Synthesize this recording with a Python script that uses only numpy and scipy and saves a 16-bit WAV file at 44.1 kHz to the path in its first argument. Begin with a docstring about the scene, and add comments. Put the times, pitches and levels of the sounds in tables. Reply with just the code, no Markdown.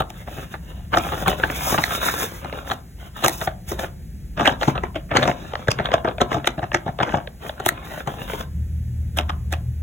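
"""Stiff paper snaps, flaps and pops hollowly right at the microphone, while sheets hiss and crinkle.
Handmade paper bags are slid out of a big pouch and laid on a table, the pouch is lifted and flexed,
and a hand pats the bags at the end. Noisy slips ring the resonances of the paper; noise and grains make it rustle.
A small room answers briefly with decaying noise. Under it all lie air and a low rumble of shaped noise,
joined from 8.46 s to the end by a drone of wavering sines. Two microphone ports pick it up."""
import sys
import numpy as np
from scipy import signal
from scipy.fft import rfft, irfft, next_fast_len
from scipy.io import wavfile

SR = 44100
rng = np.random.default_rng(int(sys.argv[2]) if len(sys.argv) > 2 else 0)


def generate_wav(sig):
    """Save sig (samples, or channels by samples) to the path in sys.argv[1] as 16-bit PCM at SR."""
    pcm = np.round(np.clip(np.atleast_2d(sig).T, -1, 1) * 32767).astype(np.int16)
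    wavfile.write(sys.argv[1], SR, pcm)


N = 433062
TIME = np.arange(N) / SR

# buckles of the paper: (time [s], strength [dB], brightness [dB per octave], crispness [0-1])
BUCKLES = [(0.004, -15, 1, 0.42), (0.103, -35, 1, 0.8), (0.275, -28.5, -1.5, 0), (0.385, -30, -3, 0.4),
           (0.54, -26.5, 3, 0.2), (0.933, -13, 4.5, 0), (0.96, -18.5, -2, 0), (0.972, -11, 2.5, 0.5),
           (0.985, -22.5, 0, 0.81), (1.123, -21.5, 0, 0), (1.261, -19.5, 4.5, 0), (1.281, -14.5, 1.5, 0.7),
           (1.437, -15.5, 2.5, 0.2), (1.725, -20.5, -5, 0.7), (1.743, -14.5, 2, 0.2),
           (1.783, -14.5, 2.5, 0.1), (1.839, -15, 7.5, 0.64), (2.086, -17.5, 6.5, 0.3),
           (2.446, -26.5, -1.5, 0.4), (2.716, -18, 3.5, 0.43), (3.24, -13.5, 2, 0.6),
           (3.246, -13.5, 3, 0.78), (3.262, -15.5, 0.5, 0.82), (3.282, -15.5, 1.5, 0.95),
           (3.414, -21, 1, 0.2), (3.474, -17, 0.5, 0.1), (3.719, -21, -6, 0.6), (3.795, -29, 4, 0.8),
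           (4.376, -23, 1, 0.26), (4.397, -17, 1, 0.4), (4.409, -14.5, 0.5, 0.4), (4.457, -11.5, 4, 0.52),
           (4.476, -8, 3, 0.51), (4.523, -27, -2, 0.5), (4.631, -18.5, 3, 0.5), (4.681, -10, -4.5, 0.26),
           (4.755, -21.5, 3, 0.1), (4.836, -19, -1.5, 0.35), (4.959, -20, -0.5, 0.37),
           (5.114, -17.5, 1, 0.0), (5.163, -12, 2.5, 0.27), (5.17, -12, 5.5, 0.73), (5.229, -15, 4, 0.5),
           (5.277, -14.5, -1, 0.56), (5.685, -13, 2, 0.46), (5.717, -21, 7, 1), (5.798, -16.5, -1, 0.1),
           (5.857, -21, 8.5, 0.45), (5.94, -11, 2, 0.5), (6.048, -15.5, -0.5, 0.1), (6.078, -17.5, 0, 0.1),
           (6.215, -10.5, 0.5, 0.58), (6.316, -20.5, 1, 0.1), (6.344, -17, -0.5, 0.3),
           (6.365, -18, -5.5, 0), (6.474, -12.5, 3.5, 0.83), (6.58, -19.5, -3.5, 0),
           (6.629, -19, -1.5, 0.2), (6.746, -10.5, 1.5, 0.63), (6.863, -21, -4, 0.05),
           (6.879, -19.5, -2, 0.1), (7.002, -14, 1, 0.1), (7.031, -15, 1, 0.5), (7.141, -14, -1.5, 0),
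           (7.172, -21, -1.5, 0.3), (7.6, -25, 0, 0.5), (7.662, -13.5, 0, 0.79), (7.69, -14.5, 8, 0.91),
           (8.074, -20.5, -1, 0.47), (8.41, -31, 6, 0.7), (9.175, -25.5, 2.5, 0.82),
           (9.187, -15.5, 3.5, 0.63), (9.295, -21, 4.5, 0.46), (9.527, -23, 2, 0.76),
           (9.537, -27, 6.5, 0.5)]
# single creases that give way in one short click: (time [s], level [dB])
CREASE_CLICKS = [(0.947, -20.5), (1.088, -32), (1.273, -21), (1.33, -27.5), (1.398, -24.5), (1.5, -24),
                 (1.778, -21.5), (2.063, -25), (2.139, -24.5), (2.204, -28), (2.526, -27), (2.548, -33.5),
                 (2.574, -32), (2.674, -34), (2.7, -26.5), (4.502, -30.5), (4.612, -23.5), (4.621, -20),
                 (4.778, -25), (5.139, -30), (5.153, -20), (5.223, -21), (5.255, -23.5), (5.314, -23.5),
                 (5.535, -24), (5.554, -23), (5.673, -28.5), (5.787, -22), (5.887, -25), (5.917, -23),
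                 (6.086, -22), (6.182, -26.5), (6.204, -24), (6.328, -24), (6.444, -26.5), (6.591, -32.5),
                 (6.64, -28), (6.717, -26), (6.988, -24), (7.049, -29), (7.092, -31), (7.273, -30),
                 (7.448, -33), (7.494, -25), (8.334, -25)]


def from_db(db):
    """Decibels to gain."""
    return np.exp(np.asarray(db) * (np.log(10) / 20))


def rms_one(x):
    """Scale to an rms of 1."""
    return x / np.sqrt(np.mean(x ** 2) + 1e-20)


def unit_burst(x):
    """Scale a short stereo sound to the energy of a hundredth of a second at an rms of 1."""
    return x / np.sqrt(np.sum(x ** 2) / 2 / (SR / 100))


def in_time(rows):
    """The columns of a curve, sample by sample."""
    s, *columns = np.transpose(rows)
    return [np.interp(TIME, s, column) for column in columns]


def at_hz(points, hz):
    """Read a spectrum on a log-frequency axis."""
    f, value = np.transpose(points)
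    return np.interp(np.log(np.maximum(hz, 1)), np.log(f), value)


def drift(rate):
    """Smooth chance that changes about rate times a second; rms 1."""
    knots = rng.standard_normal(int(rate * N / SR) + 3)
    return rms_one(np.interp(TIME * rate, np.arange(len(knots)), knots))


def butterworth(hz, kind, order):
    """Butterworth filter sections with edges kept inside the audible range."""
    return signal.butter(order, np.clip(hz, 10, .45 * SR), kind, fs=SR, output="sos")


def cut(x, hz, kind, order=2):
    """Filter a sound with a Butterworth response."""
    return signal.sosfilt(butterworth(hz, kind, order), x)


def coloured(x, spectrum):
    """Weight a sound by a spectrum that falls away beyond its ends; rms 1."""
    size = next_fast_len(N)
    hz = np.arange(size // 2 + 1) * SR / size + 0.002   # the offset avoids dividing by zero
    low_skirt = 1 + (spectrum[0][0] / 1.3 / hz) ** 8
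    high_skirt = 1 + (hz / (spectrum[-1][0] * 1.3)) ** 8
    weight = from_db(at_hz(spectrum, hz)) / high_skirt / low_skirt
    return rms_one(irfft(rfft(x, size) * weight, size)[..., :N])


def resonate(x, modes, shift, strengths_db):
    """Parallel resonances (Hz, width Hz, dB) of alternating sign, all moved by one factor."""
    out = 0
    for k, (hz, width, db) in enumerate(modes):
        r = np.exp(-np.pi * width / SR)
        w = 2 * np.pi * min(hz * shift, .45 * SR) / SR
        gain = (-1) ** k * from_db(db + strengths_db[k]) * (1 - r * r) / 2
        out = out + gain * signal.lfilter([1, 0, -1], [1, -2 * r * np.cos(w), r * r], x)
    return out


def stereo(pair, apart):
    """A common part and a share that differs between the ports."""
    return pair[0] + apart * pair[1] * np.array([[1], [-1]])


def room_air():
    """Steady, nearly central noise of the air in the room."""
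    # spectrum of the air: (frequency [Hz], relative density [dB per Hz])
    air_spectrum = [(300, 21.2), (600, 8.3), (1100, 2), (1700, 7.9), (3000, 1), (15000, 2.1)]
    air = stereo(rng.standard_normal((2, N)), apart=0.015)
    return from_db(-53.5) * coloured(air, air_spectrum)


def low_rumble():
    """Low noise that slowly swells and sinks."""
    # level of the rumble: (time [s], level [dB])
    rumble_level = [(0, -39), (1.2, -33), (2.8, -39.5), (4.2, -33.5), (6.2, -37), (7.8, -41), (8.3, -34),
                    (9.3, -30), (9.82, -34.5)]
    # spectrum of the rumble: (frequency [Hz], relative density [dB per Hz])
    rumble_spectrum = [(25, -30), (45, -3), (62, 1.5), (100, -9.5), (180, -8.5), (260, -25.5), (700, -46)]
    rumble = stereo(rng.standard_normal((2, N)), apart=0.13)
    return from_db(in_time(rumble_level)[0]) * coloured(rumble, rumble_spectrum)


def late_drone():
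    """Low sines wander in pitch and level, entering once and lasting to the end."""
    # partials of the drone: (centre frequency [Hz], relative level [dB])
    drone_partials = [(77, -0.5), (115, -7), (168, -20)]
    start_s, fade_in_s, level_db = 8.46, 0.025, -29
    drone = 0
    for hz, db in drone_partials:
        turns = np.cumsum(hz * (1 + 0.01674 * drift(9))) / SR
        level = np.sqrt(2) * from_db(db + 4.35 * drift(16))
        drone = drone + level * np.sin(2 * np.pi * turns)
    fade_in = np.clip((TIME - start_s) / fade_in_s, 0, 1)
    return from_db(level_db) * fade_in * drone


def room(x):
    """Diffuse echoes of a small room: decaying noise in bands, wider apart towards the treble."""
    # time to die away by 60 dB: (frequency [Hz], time [s])
    decay_times = [(150, 0.8), (1700, 0.21), (14000, 0.04)]
    t = np.arange(SR // 2) / SR
    edges = np.geomspace(90, 18000, 9)
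    tail = 0
    for low, high in zip(edges, edges[1:]):
        echoes = stereo(rng.standard_normal((2, len(t))), apart=min(low / 700, 1))
        band = cut(echoes, [low, high], "band")
        decay_s = at_hz(decay_times, np.sqrt(low * high))
        tail = tail + band * from_db(-60 * t / decay_s)
    tail = tail * np.clip((t - .004) / 0.00067, 0, 1)   # the first echo arrives after 4 ms
    unit_tail = tail / np.sqrt(np.sum(tail ** 2) / 2)
    return signal.fftconvolve(x, unit_tail, axes=1)[:, :N]


def swells(rows, rise_db_per_s, fall_db_per_s):
    """Summed power of (start s, end s, dB) swells that rise, hold and fall."""
    t = TIME[::40]
    power = np.full(len(t), 1e-9)
    for start, end, db in rows:
        before_db = np.maximum(start - t, 0) * rise_db_per_s
        after_db = np.maximum(t - end, 0) * fall_db_per_s
        power += from_db(db - np.minimum(before_db + after_db, 150)) ** 2
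    return np.interp(TIME, t, power)


def handling():
    """Rustle and hiss levels in dB: strokes raise both, buckles and creases set the sheet crinkling."""
    # a hand drags or bends paper: (start [s], end [s], rustle level [dB], fibre hiss level [dB])
    strokes = [(0.144, 0.22, -43, -52), (0.282, 0.437, -38.5, -47.5), (0.519, 0.538, -36, -45),
               (0.633, 0.85, -49, -59.5), (0.948, 0.995, -27.5, -40), (1.004, 1.235, -27.5, -38.5),
               (1.28, 1.296, -16, -28.5), (1.382, 1.568, -30, -40.5), (1.554, 1.824, -26.5, -28),
               (1.865, 2.02, -28.5, -32.5), (2.014, 2.243, -27.5, -29), (2.231, 2.37, -36.5, -38.5),
               (2.432, 2.62, -36, -53.5), (2.676, 2.721, -28.5, -39), (2.996, 3.072, -41, -51.5),
               (3.17, 3.241, -36, -45.5), (3.234, 3.455, -40, -36.5), (3.694, 3.711, -36.5, -34.5),
               (3.799, 3.824, -27, -38.5), (4.403, 4.501, -27.5, -42.5), (4.61, 4.693, -37.5, -36.5),
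               (5.159, 5.305, -24.5, -39), (5.37, 5.646, -39, -51.5), (5.784, 5.961, -29, -59),
               (6.316, 6.344, -27, -40), (7.03, 7.163, -32, -46.5), (7.423, 7.504, -33, -45),
               (7.586, 7.84, -37, -74), (7.85, 8.013, -34.5, -47), (8.087, 8.29, -35.5, -49),
               (8.296, 8.4, -31.5, -42.5)]
    stroke_rise_db_per_s, stroke_fall_db_per_s = 715, 318
    # crinkling grows as the load builds and sinks as it relaxes
    crinkle_db, load_db_per_s, relax_db_per_s = -14, 2403, 333   # level relative to the buckle or crease
    start, end, rustle_db, hiss_db = np.transpose(strokes)
    rustle = swells(zip(start, end, rustle_db), stroke_rise_db_per_s, stroke_fall_db_per_s)
    hiss = swells(zip(start, end, hiss_db), stroke_rise_db_per_s, stroke_fall_db_per_s)
    around_folds = [(s, s, db + crinkle_db) for s, db, *_ in BUCKLES + CREASE_CLICKS]
    crinkle = swells(around_folds, load_db_per_s, relax_db_per_s)
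    grip_db = 2.5 * drift(27)   # a hand never pulls evenly
    return 10 * np.log10(rustle + crinkle) + grip_db, 10 * np.log10(hiss) + grip_db


def fibres(catches_per_s, catch_db, size_db, flutter_db):
    """Hiss of two surfaces, with small catches, under an unsteady pressure."""
    sizes = from_db(size_db * np.minimum(rng.exponential(1, N), 4)) * rng.choice([-1, 1], N)
    catches = rms_one(sizes * (rng.random(N) < catches_per_s / SR))
    rub = stereo(rng.standard_normal((2, N)), apart=0.022)
    return (rub + from_db(catch_db) * catches) * from_db(flutter_db * drift(76))


def sheet(smooth, per_s, size_db, scatter_db, reach_db, patchy_db, cycles, count):
    """Modes of a sheet, driven by smooth rubbing and by tiny buckles that each favour one register."""
    crinkle_top_hz = 2200   # above this a sheet is mostly rubbed and hardly crinkles
    rub_low_hz = 705        # below this it mostly crinkles
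    at = np.flatnonzero(rng.random(N) < per_s / SR)
    sizes_db = size_db * np.clip(rng.standard_normal(len(at)), -3, 1.6)
    register = rng.uniform(np.log2(150), np.log2(3000), len(at))   # small folds ring high, large ones low
    rubs = [np.sqrt(smooth) * stereo(rng.standard_normal((2, N)), apart=0.74) for _ in range(2)]
    pitches = np.geomspace(130, 4400, count) * np.exp(0.039 * rng.standard_normal(count))
    out = np.zeros((2, N))
    for k, hz in enumerate(pitches):
        scattered_db = scatter_db * rng.uniform(-2.7, 1, len(at))
        off_register_db = reach_db * np.abs(register - np.log2(hz))
        strengths = from_db(sizes_db + scattered_db - off_register_db)
        clicks = stereo(rng.choice([-1, 1], (2, len(at))) * strengths, apart=0.18)
        clicks = rms_one(clicks) * np.sqrt(N / len(at))   # sparse clicks with the power of steady noise
        drive = rubs[k % 2] * np.sqrt(hz / (hz + rub_low_hz))
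        drive[:, at] += clicks * np.sqrt(1 - smooth[at]) / (1 + (hz / crinkle_top_hz) ** 2)
        # as the fingers move, each mode is freed and damped in turn
        freed = from_db(patchy_db * drift(9))
        out += resonate(drive * freed, [(hz, 15 + hz / cycles, 0)], 1, [0])
    # a bending sheet pulls its modes up and down: 6 ms of wander, about 7 bends a second
    bent_time = TIME + 0.006 * drift(7)
    return np.array([np.interp(bent_time, TIME, side) for side in out])


def sliding():
    """Freely sliding sheets hiss and rub smoothly; held and bent, they crinkle in grains."""
    # spectrum of the rustle: (frequency [Hz], relative density [dB per Hz])
    rustle_spectrum = [(100, 1.5), (200, 1.5), (420, -1), (720, 3.5), (1000, 1), (1600, 1), (2300, -2),
                       (3800, 1.5), (4700, -29.5)]
    # spectrum of the fibre hiss: (frequency [Hz], relative density [dB per Hz])
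    hiss_spectrum = [(3800, -53), (4800, -1), (6200, 1.5), (8000, -3), (15500, 2)]
    full_load_db = -23   # rustle level at which the sheet crackles most
    rustle_db, hiss_db = handling()
    loose = np.clip(0.69 + (hiss_db - rustle_db) / 28, .06, .55)
    load = np.clip(from_db(rustle_db - full_load_db), 0, 1)
    # a lightly loaded sheet mostly rubs; a hard pressed one crackles
    smooth = np.clip(0.7 * loose + 0.35 * (1 - load) ** 3, 0, .7)
    rustle = sheet(smooth, per_s=210, size_db=5.5, scatter_db=4, reach_db=4, patchy_db=3.5,
                   cycles=19, count=26)
    # a loose sheet sounds thin, a taut one full and dark
    thin = cut(rustle, 560, "high", order=1)
    full = cut(rustle, 1200, "low", order=1)
    rustle = 1.02 * loose * thin + (1 - loose) * full
    hiss = fibres(catches_per_s=1800, catch_db=5.0, size_db=-2.0, flutter_db=1.5)
    return from_db(rustle_db) * coloured(rustle, rustle_spectrum) + from_db(hiss_db) * coloured(hiss, hiss_spectrum)


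def creases():
    """A crease slips once and rings a few broad resonances, different for every fold."""
    slip_s, cycles = 0.0016, 7.2   # decay of the slip; pitch over width of the resonances
    low_hz, high_hz, tilt_db = 515, 3560, -7.5   # nominal range, and slope per octave
    out = np.zeros((2, N + SR))
    t = np.arange(SR // 10) / SR
    for s, db in CREASE_CLICKS:
        slip = stereo(rng.standard_normal((2, len(t))), apart=0.19) * np.exp(-t / slip_s)
        pitches = np.geomspace(low_hz, high_hz, num=8) * np.exp(0.11 * rng.standard_normal(size=8))
        modes = [(hz, hz / cycles, tilt_db * np.log2(hz / low_hz)) for hz in pitches]
        ring = resonate(slip, modes, 1, 2 * rng.standard_normal(len(modes)))
        ring = cut(ring, 2 * high_hz, "low")
        at = int(s * SR)
        out[:, at:at + len(t)] += from_db(db) * unit_burst(ring)
    return out[:, :N]


def pops():
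    """A whole panel flips through with one hollow, decaying note, the large low ones longest."""
    # flips of a panel: (time [s], pitch [Hz], level before the envelope [dB])
    panel_flips = [(1.28, 180, -8), (1.436, 1560, 1), (1.786, 154, -13), (3.474, 747, -6),
                   (4.681, 317, -3.5), (5.687, 116, -7.5), (5.941, 656, 1.5), (6.217, 251, -9),
                   (6.745, 715, -5), (7.141, 615, -9.5)]
    ring_s, rise_s = 0.099, 0.001   # decay before division by the square root of the pitch; attack
    out = np.zeros(N + SR)
    t = np.arange(SR // 10) / SR
    for s, hz, db in panel_flips:
        envelope = (1 - np.exp(-t / rise_s)) * np.exp(-t * np.sqrt(hz) / ring_s)
        at = int(s * SR)
        out[at:at + len(t)] += from_db(db) * envelope * np.sin(2 * np.pi * hz * t)
    return out[:N]


LEAD = SR // 25   # samples of creaking before a buckle


def buckle(spread_s, rise_s, creak_db, creak_s, after_db, after_s, grit_db, stutter_db):
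    """Force of one buckle: the fold creaks under load, gives way in a run of slips, then settles."""
    t = np.arange(-LEAD, SR // 10) / SR
    before = t < 0
    grit = from_db(grit_db * rng.standard_normal(len(t)))
    slips = rms_one(rng.standard_normal((2, len(t))) * grit)
    knots = np.linspace(t[0], t[-1], num=48)
    stutter = from_db(stutter_db * np.interp(t, knots, rng.standard_normal(48)))
    giving = np.exp(-np.abs(t) / np.where(before, rise_s, spread_s))
    straining = np.where(before, from_db(creak_db), from_db(after_db))
    straining = straining * np.exp(-np.abs(t) / np.where(before, creak_s, after_s))
    force = slips * (giving + straining * stutter)
    force[0, LEAD] += 11.9 * rng.choice([-1, 1])   # one sharp kick, common to both ports
    return force


def part_levels(strength_db, brightness, crisp):
    """Thump, flap, crack and tick in dB: brightness tilts the first three, crispness lifts the tick."""
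    # shares of bag thump, panel flap and crease crack: (distance from the flap [octaves], share [dB])
    shares = [(-1.67, -6.5), (-0.62, -3.5), (1.58, -7.5)]
    dull_tick_db, crisp_tick_db = -38.5, 0   # tick of the fibres in the dullest and the crispest buckle
    octaves, share_db = np.transpose(shares)
    tilted_db = share_db + brightness * octaves
    tilted_db = tilted_db - 10 * np.log10(np.sum(from_db(tilted_db) ** 2))   # together 0 dB
    tick_db = dull_tick_db + crisp * (crisp_tick_db - dull_tick_db)
    return strength_db + np.append(tilted_db, tick_db)


def snaps():
    """Each buckle rings bag, panel, crease and fibres; the crisp ones are the most abrupt."""
    # resonances of bag, panel, crease and fibres: (frequency [Hz], width [Hz], level [dB])
    thump_modes = [(100, 86, 4.5), (216, 120, -7), (324.3, 39, 4.5)]
    flap_modes = [(523, 220, -7.5), (665, 115, 3.5), (899, 150, -3.5)]
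    crack_modes = [(1165, 150, 0), (1743, 354, -6.5), (2600, 1500, -16.5), (3680, 480, -13)]
    tick_modes = [(5350, 900, 17.5), (11460, 13000, 3)]
    # (modes, band [Hz], share that differs between the ports)
    parts = [(thump_modes, [55, 480], .08), (flap_modes, [430, 1050], .22),
             (crack_modes, [950, 4100], .4), (tick_modes, [4600, 17000], .3)]
    bands = [butterworth(band_hz, "band", 3) for _, band_hz, _ in parts]
    crisp_tilt_db = 13   # per octave: a crisp buckle favours the higher modes of each part
    out = np.zeros((2, N + SR))
    for s, strength_db, brightness, crispness in BUCKLES:
        crisp = np.clip(crispness, 0, 1)
        levels = part_levels(strength_db, brightness, crisp)
        force = buckle(spread_s=0.0096 * np.exp(-2 * crisp), rise_s=0.0016, creak_db=-8, creak_s=0.0066,
                       after_db=-7.0 - 11.0 * crisp, after_s=0.016, grit_db=0.0, stutter_db=7.0)
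        shift = np.exp(0.085 * rng.standard_normal())   # the bent sheet is never equally stiff
        at = int(s * SR)
        for level_db, (modes, _, apart), band in zip(levels, parts, bands):
            octaves = np.log2([hz for hz, _, _ in modes])
            chance_db = 4.03 * rng.standard_normal(len(modes))
            strengths_db = chance_db + crisp_tilt_db * (crisp - 0.3) * octaves
            ring = resonate(stereo(force, apart), modes, shift, strengths_db)
            ring = signal.sosfilt(band, ring)
            out[:, at:at + ring.shape[1]] += from_db(level_db) * unit_burst(ring)
    return out[:, LEAD:LEAD + N]


def through_pouch(paper):
    """The thick pouch is duller than the small bags: blend in a darkened copy of equal rms."""
    # how much of the sound is the pouch: (time [s], share [0-1])
    pouch_share = [(4.2, 0.1), (4.4, 0.61), (7.2, 0.8), (7.45, 0)]
    dull_spectrum = [(20, 7.5), (6500, 9.0), (11000, -11.5), (18000, -36.5)]   # (Hz, dB)
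    share = np.clip(in_time(pouch_share)[0], 0, 1)
    dulled = coloured(paper, dull_spectrum) * np.sqrt(np.mean(paper ** 2))
    return (1 - share) * paper + share * dulled


def scene():
    """Background, the answer of the room, and the paper close to the microphone."""
    background = low_rumble() + room_air() + late_drone()
    paper = through_pouch(sliding() + creases() + pops() + snaps())
    return background + from_db(-20.0) * room(paper) + paper


def record(dry):
    """The two ports differ in phase and level; peaks are rounded and the top is cut."""
    # lag of the right port: (frequency [Hz], phase [radians])
    port_phase = [(0, 0), (820, .3), (1030, 4.0), (1950, 6.3), (3700, 8.0), (4750, 9.42), (15400, 25.13)]
    # left minus right port: (frequency [Hz], level [dB])
    port_balance = [(100, 0.5), (450, 3), (720, 2), (920, 7), (1300, -1), (2300, -2.5), (4000, 0)]
    size = next_fast_len(N + SR // 4)
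    hz = np.arange(size // 2 + 1) * SR / size
    lean = from_db(at_hz(port_balance, hz))
    lag = np.interp(hz, *np.transpose(port_phase))
    ports = np.array([lean, np.exp(-1j * lag)]) * np.sqrt(2 / (1 + lean ** 2))   # total power is kept
    heard = irfft(rfft(dry, size) * ports, size)[:, :N]
    rounded = heard / (1 + heard ** 6) ** (1 / 6)
    top_cut = signal.ellip(10, .1, 80, 15900, fs=SR, output="sos")   # steep low-pass at 15.9 kHz
    return signal.sosfilt(top_cut, rounded)


dry = scene()
out = record(dry)
generate_wav(out)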